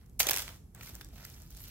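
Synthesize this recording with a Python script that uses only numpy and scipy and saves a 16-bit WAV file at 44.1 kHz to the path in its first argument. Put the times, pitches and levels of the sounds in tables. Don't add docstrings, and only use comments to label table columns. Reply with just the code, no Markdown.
import sys
import numpy as np
from scipy import signal
from scipy.fft import rfft, irfft, next_fast_len
from scipy.io import wavfile
from scipy.ndimage import uniform_filter1d, map_coordinates

SR = 44100
rng = np.random.default_rng(int(sys.argv[2]) if len(sys.argv) > 2 else 0)


def store_wav(level_fs):
    pcm = np.round(np.clip(np.atleast_2d(level_fs), -1, 1) * 32767)
    wavfile.write(sys.argv[1], SR, pcm.T.astype(np.int16))


def makeup_ratio(level_db):
    decades = np.asarray(level_db, float) / 20
    return 10 ** decades


N = 74970

# [t/s, level/dB]
VENTILATION = [(0, -55), (.165, -50), (.24, -49), (.45, -52), (.65, -51), (.73, -55.5), (.8, -48.5),
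               (1.3, -51), (1.7, -51)]
# [f/Hz, density/dB]
RUMBLE_SPECTRUM = [(20, -54.5), (33, -8), (42, 7), (90, 0), (140, -5), (230, -12), (480, -24), (900, -53.5)]
# [f/Hz, density/dB]
HISS_SPECTRUM = [(290, -34), (500, -22), (761, -9), (843, -14), (3200, -30.5), (7500, -24), (11500, -32.5),
                 (16000, -32.5)]
# [f/Hz, t60/s]
ROOM_DECAY = [(300, 0.64), (2000, 0.31), (8000, 0.43), (15000, 0.28)]
# [f/Hz, level/dB]
ROOM_WIDTH = [(200, -5), (1000, 0), (4000, 0)]
# [f/Hz, level/dB]
PORT_SCATTER = [(100, -18), (500, -11), (2000, -5), (4500, 1), (9000, 1), (15000, -1)]
# [f/Hz, phase/rad]
PORT_LAG = [(0, 0), (2300, 1.2), (4100, 2.4), (8300, 4.6), (11000, 6.2), (17000, 6.6)]
# [t/s, level/dB, f/Hz]
FINGER_SLIPS = [
    (1.603, -43, 11800),
    (1.618, -38, 12900),
    (1.631, -43.5, 12600),
    (1.639, -38, 12900),
]
# [t/s, level/dB, f/Hz]
FINGER_DRAG = [
    (1.57, -77, 11400),
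    (1.6, -58, 11600),
    (1.64, -53, 13000),
    (1.665, -66, 13450),
    (1.69, -94, 13500),
]
# [t/s, rustle level/dB, dullness/dB]
HAND_EFFORT = [(0, -72, 9), (.19, -90.5, 7.5), (.2, -19, -17), (.255, -59.5, 20.5), (.3, -44, 7.5),
               (.4, -38.5, -3), (.45, -55.5, 7.5), (.56, -56, 0.5), (.62, -86, -1), (.742, -89, 8.5),
               (.75, -66.5, 12.5), (.86, -51, 0), (1.03, -64, 3.5), (1.11, -72.5, 8.5), (1.16, -57.5, 3.5),
               (1.43, -58.5, -0.5), (1.47, -67, 3), (1.62, -52.5, -2)]
# [f/Hz, density/dB]
PAPER_SPECTRUM = [(300, -26.5), (500, -0.5), (1400, -1.5), (3000, -1), (5500, 0.5), (9000, -7.5),
                  (12500, -1), (16000, -3.5)]
# [t/s, peak level/dB, f/Hz, fade/ms]
PANEL_RINGS = [(.2015, -30, 1080, 2.9), (.2032, -35, 700, 5.3), (.2035, -21, 2410, 1.94),
               (.2042, -28, 3060, 1.3), (.326, -39, 760, 5.3), (.4797, -44.5, 1110, 2),
               (.48, -46, 3320, 1.4), (.7485, -56.5, 1774, 2.3), (.758, -59, 1300, 3.5),
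               (.77, -58, 2070, 3.6), (1.606, -58.5, 1105, 2.6), (0.208, -33, 1005, 2.6),
               (.2135, -45, 620, 2.5), (.231, -46.5, 520, 6.5), (0.2677, -35, 393, 3.6),
               (.2715, -32, 650, 2.3), (.2885, -26, 2423, 3.3), (.295, -41, 400, 4.2),
               (.3098, -35, 670, 4.5), (.312, -29.5, 1803, 3.1), (.3157, -34, 2270, 1.8),
               (0.332, -51, 479, 5.3), (.341, -39.5, 434, 3.2), (0.3626, -43, 1020, 2.5),
               (0.397, -42.5, 1600, 3.3), (0.493, -47, 1365, 1.65), (0.8101, -46, 1465, 2.5),
               (.8107, -42.5, 2620, 2.1), (0.8302, -50, 1930, 1.6), (0.876, -53, 1606, 4),
               (.8745, -48, 2340, 2.3), (1.0115, -41.5, 3770, 1.9), (1.0113, -39.5, 5600, 0.79),
               (1.0114, -45.5, 890, 0.89), (1.0114, -49, 430, 1.8), (1.0175, -59, 2740, 1.8),
               (1.131, -58.5, 700, 6.2), (1.235, -57, 2000, 2.7), (1.239, -47.5, 5280, 1.8),
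               (1.2435, -48, 5480, 2.8), (1.2472, -45, 5300, 2.06), (1.2525, -52.5, 2260, 1.7),
               (1.251, -53, 4140, 1.3), (1.2515, -52, 1685, 1.4), (1.257, -53, 1840, 2.8),
               (1.338, -50.5, 5600, 1.7), (1.34, -55, 5100, 2.5), (1.345, -51.5, 6140, 2.7)]
# [t/s, bright snap level/dB, hollow knock over it/dB, length/ms]
SEAL_TEARS = [(.1955, -13, -35, 1.5), (.2012, -13, -22, 1.8), (.2030, -11, -15, 1.8),
              (.2077, -16, -22, 1.8), (.2134, -24, -17, 1.5), (.2300, -18, -24, 1.3),
              (.2683, -20, -15, 1.2), (.2704, -16, -17, 1.3), (.2744, -28, -14, 1.3),
              (.2882, -14, -16, 1.8), (.2953, -14, -17, .8), (.3092, -12, -22, .8), (.3115, -17, -14, 1.4),
              (.3153, -19, -15, 1.3), (.3330, -16, -21, 1.8), (.3409, -17, -19, 1.3), (.3531, -23, -28, 1),
              (.3625, -17, -23, 1.6), (.3724, -17, -21, 1.3), (.3835, -21, -20, .9), (.3910, -22, -20, 1),
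              (.3952, -27, -12, 1.3), (.4034, -29, -18, 1.5), (.4200, -25, -28, 1.5),
              (.4239, -31, -18, 1.1), (.4793, -37, -7, 1.7), (.4904, -37, -10, 1.1)]
# [t/s, bright snap level/dB, hollow knock over it/dB,
# length/ms]
FILM_CREASES = [(0.0614, -52, -21, 1.44), (0.7484, -33.5, -24.5, 1.2), (0.7614, -48.5, -13, 1.5),
                (0.8097, -43, -4.5, 1.2), (0.833, -33.5, -19, 2), (0.8735, -45.5, -13, 3.1),
                (0.8925, -37, -28, 1.5), (0.9523, -29, -24, 0.96), (1.0104, -38, -9.5, 1.5),
                (1.0162, -44, -7.5, 1.9), (1.046, -35, -30, 0.88), (1.132, -58, -11, 0.42),
                (1.233, -54, -21, 2.2), (1.2495, -45, -16, 0.74), (1.2508, -33.5, -14.5, 2.5),
                (1.3002, -39.5, -33, 2.7), (1.3430, -45.5, -15.5, 1.5), (1.4193, -40, -31, 1.3),
                (1.5057, -40.5, -30, 3.4), (1.5486, -43, -24, 2), (1.5699, -34.5, -33, 2.3),
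                (1.605, -45, -10.5, 2.9), (1.6512, -46, -41, 2.8), (1.6834, -41, -29, 2.2)]
# [t/s, peak level/dB]
FOLD_TICKS = [(.0962, -48), (.132, -58), (.7896, -47), (.1922, -30), (.8235, -43), (.8268, -41),
              (.841, -47), (.8472, -43), (.8975, -44), (.9465, -42), (.9365, -47), (1.0872, -44),
              (1.1563, -45), (1.2057, -46), (1.389, -47), (1.401, -44), (1.4338, -46), (1.476, -50),
              (1.513, -40), (1.5268, -46), (1.5645, -45)]
# [f/Hz, density/dB]
FILM_SPECTRUM = [(1500, -30.5), (2500, 1), (4000, 1.5), (6000, 12), (9000, 6.5), (13000, 8.5), (16000, 4.5)]
# [f/Hz, density/dB]
CAVITY_SPECTRUM = [(200, -19.5), (330, -15), (600, -8.5), (1100, -12.5), (2300, -5), (3500, -1.5),
                   (5800, -21)]
# [f/Hz, density/dB]
FOLD_SPECTRUM = [(2000, -20), (4000, -23), (5500, 2), (8000, 6.5), (10000, -6.5), (12500, 6.5),
                 (16000, 1.5)]
# [f/Hz, density/dB]
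POCKET_SPECTRUM = [(300, -16), (900, -21), (1500, 2.5), (2400, -9.5), (6000, -13)]

PAN_DB = -2.3


def unit(x):
    return x / np.sqrt(np.mean(x ** 2) + 1e-20)


def along(points, hz):
    f, v = np.transpose(points)
    return np.interp(np.log(hz + 1), np.log(f + 1), v)


def curves(rows):
    s, *cols = np.transpose(rows)
    return [np.interp(np.arange(N) / SR, s, c) for c in cols]


def wobble(rate):
    return map_coordinates(rng.standard_normal(int(N / 20)), [np.arange(N) * rate / SR])


def filtered(x, response):
    m = next_fast_len(x.shape[-1] + 1024)
    return irfft(rfft(x, m) * response(np.fft.rfftfreq(m, 1 / SR)), m)[..., :x.shape[-1]]


def coloured(x, spectrum):
    gain = lambda hz: makeup_ratio(along(spectrum, hz))
    return filtered(x, gain) / np.sqrt(np.mean(gain(np.linspace(0, SR / 2, num=2000)) ** 2))


def ventilation():
    strength_db, = curves(VENTILATION)
    mid, side = coloured(rng.standard_normal((2, N)), RUMBLE_SPECTRUM)
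    side = filtered(side, lambda hz: makeup_ratio(along([(30, -20), (150, -18), (600, -1)], hz)))
    rumble = np.array([makeup_ratio(-0.5) * (mid + side), makeup_ratio(0.84) * (mid - side)])
    hiss = unit(coloured(rng.standard_normal((2, N)), HISS_SPECTRUM)) * makeup_ratio(-75.5)
    return makeup_ratio(strength_db) * rumble + hiss


def room(bag):
    out, step = np.zeros((2, N + SR)), SR // 10
    for a in range(0, N, step):
        hz, t, z = signal.stft(rng.standard_normal((2, SR // 2)), SR, nperseg=256)
        decay = makeup_ratio(-60 * t / along(ROOM_DECAY, hz)[:, None])
        tail = signal.istft(z * decay, SR, nperseg=256)[1]
        wet = signal.fftconvolve(bag[None, a:a + step], tail / np.linalg.norm(tail[0]), axes=1)
        start = a + 100
        out[:, start:start + wet.shape[1]] += wet
    mid, side = out[:, :N]
    side = filtered(side, lambda hz: makeup_ratio(along(ROOM_WIDTH, hz)))
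    return makeup_ratio(-12) * np.array([makeup_ratio(PAN_DB / 2) * (mid + side), mid - side])


def ports(bag):
    left_right = np.array([[1], [-1]])
    z = signal.stft(bag, nperseg=32)[2]
    random_phase = np.exp(2j * np.pi * rng.random((2,) + z.shape))
    scattered = signal.istft(z * random_phase, nperseg=32)[1][:, :N] * 1.4
    share = lambda hz: makeup_ratio(along(PORT_SCATTER, hz))
    total = lambda hz: np.hypot(1, share(hz))
    phase = lambda hz: np.interp(hz, *np.transpose(PORT_LAG)) * left_right
    direct = filtered(bag, lambda hz: np.exp(-.5j * phase(hz)) / total(hz))
    both = direct + filtered(scattered, lambda hz: share(hz) / total(hz))
    return filtered(both, lambda hz: makeup_ratio(PAN_DB / 2 * left_right / (1 + (hz / 11500) ** 10)))


def squeak():
    slip_ms, rub_width_hz = 0.84, 700
    chirps, t = np.zeros(N + SR), np.arange(512) / SR
    u = t / (slip_ms / 1000)
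    for s, db, hz in FINGER_SLIPS:
        chirp = u * np.exp(1 - 2 * u) * 2 * np.sin(2 * np.pi * hz * t)
        chirps[round(s * SR):][:t.size] += makeup_ratio(db) * chirp
    rub_db, pitch = curves(FINGER_DRAG)
    flutter = unit(filtered(rng.standard_normal(N), lambda hz: 1 / (1 + (hz / rub_width_hz) ** 2)))
    tone = np.sin(2 * np.pi * np.cumsum(pitch) / SR)
    return chirps[:N] + makeup_ratio(rub_db) * (rub_db > -84) * flutter * tone


def rustle():
    grains_per_s, grain_ms, grain_db = 900, .5, 3.5
    smooth = 1.4
    level_db, dull_db = curves(HAND_EFFORT)
    chance, size = rng.random(N), rng.exponential(size=N)
    creased = chance < grains_per_s * makeup_ratio(2.5 * wobble(25)) / SR
    hits = creased * makeup_ratio(grain_db * np.minimum(size, 2))
    t = np.arange(256) / SR
    grains = unit(np.convolve(hits, np.exp(-t / (grain_ms / 1000)))[:N])
    z = signal.stft((grains + smooth) * rng.standard_normal(N), nperseg=128)[2]
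    patches = uniform_filter1d(rng.standard_normal(z.shape), size=6, axis=0)
    patches = unit(uniform_filter1d(patches, size=30, axis=1))
    rubbing = signal.istft(z * makeup_ratio(1.8 * patches), nperseg=128)[1][:N]
    bed = unit(coloured(rubbing, PAPER_SPECTRUM))
    low = filtered(bed, lambda hz: 1 / (1 + (hz / 2700) ** 8))
    return makeup_ratio(level_db + 1.2 * wobble(45)) * (bed - low + makeup_ratio(dull_db) * low)


def panels():
    sag, rise = 0.063, .3
    out, t = np.zeros(N + SR), np.arange(2048) / SR
    for s, db, hz, ms in PANEL_RINGS:
        u = t / (max(ms, .5) / 1000)
        cycles = hz * t * (1 - sag * np.minimum(u, 3) / 2)
        envelope = (1 - np.exp(-u / rise)) * np.exp(-u)
        out[round(s * SR):][:t.size] += makeup_ratio(db) * envelope * 2 * np.sin(2 * np.pi * cycles)
    return out[:N]


def snaps(rows, spectrum, body):
    rise = 0.86
    needle, needle_ms = 2.2, 0.15
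    spike_db, patch_db = 3, 3
    knock_peak_db, snap_db, build_s = 12.5, 2, .001
    before = 192
    out, t = np.zeros(N + SR), (np.arange(1024) - before) / SR
    for s, db, knock_db, ms in rows:
        u = t / (max(ms, .3) / 1000)
        shape = np.where(u < 0, np.exp(np.minimum(u, 0) * rise), np.exp(-np.maximum(u, 0)))
        shape = shape + needle * np.exp(-abs(t) / (needle_ms / 1000))
        spikes = makeup_ratio(spike_db * uniform_filter1d(rng.standard_normal(t.size), size=9) * 3)
        knots = rng.standard_normal(12)
        patch = lambda hz: makeup_ratio(patch_db * np.interp(hz, np.linspace(0, SR / 2, num=12), knots))
        bright, hollow = rng.standard_normal((2, t.size)) * shape * spikes
        film = filtered(coloured(bright, spectrum), patch)
        knock = coloured(hollow, body)
        burst = film / abs(film).max() + makeup_ratio(knock_db + knock_peak_db) * knock / abs(knock).max()
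        out[round((s + build_s) * SR) - before:][:t.size] += makeup_ratio(db + snap_db) * burst
    return out[:N]


def bag_film():
    ticks = [(s, db, -40, .6) for s, db in FOLD_TICKS]
    tears = snaps(SEAL_TEARS, FILM_SPECTRUM, CAVITY_SPECTRUM)
    creases = snaps(FILM_CREASES, FOLD_SPECTRUM, POCKET_SPECTRUM)
    return tears + creases + snaps(ticks, FOLD_SPECTRUM, POCKET_SPECTRUM)


def scene():
    bag = bag_film() + panels() + squeak() + rustle()
    reverberation = room(bag)
    return ports(bag) + reverberation + ventilation()


def top_cut(x):
    return signal.sosfilt(signal.butter(12, 17020, fs=SR, output="sos"), x)


def record(dry):
    top_hz = 15900
    limit = lambda hz: makeup_ratio(np.interp(hz, [top_hz - 100, top_hz + 200], [0, -55]))
    return top_cut(filtered(dry, limit))


dry = scene()
out = record(dry)
store_wav(out)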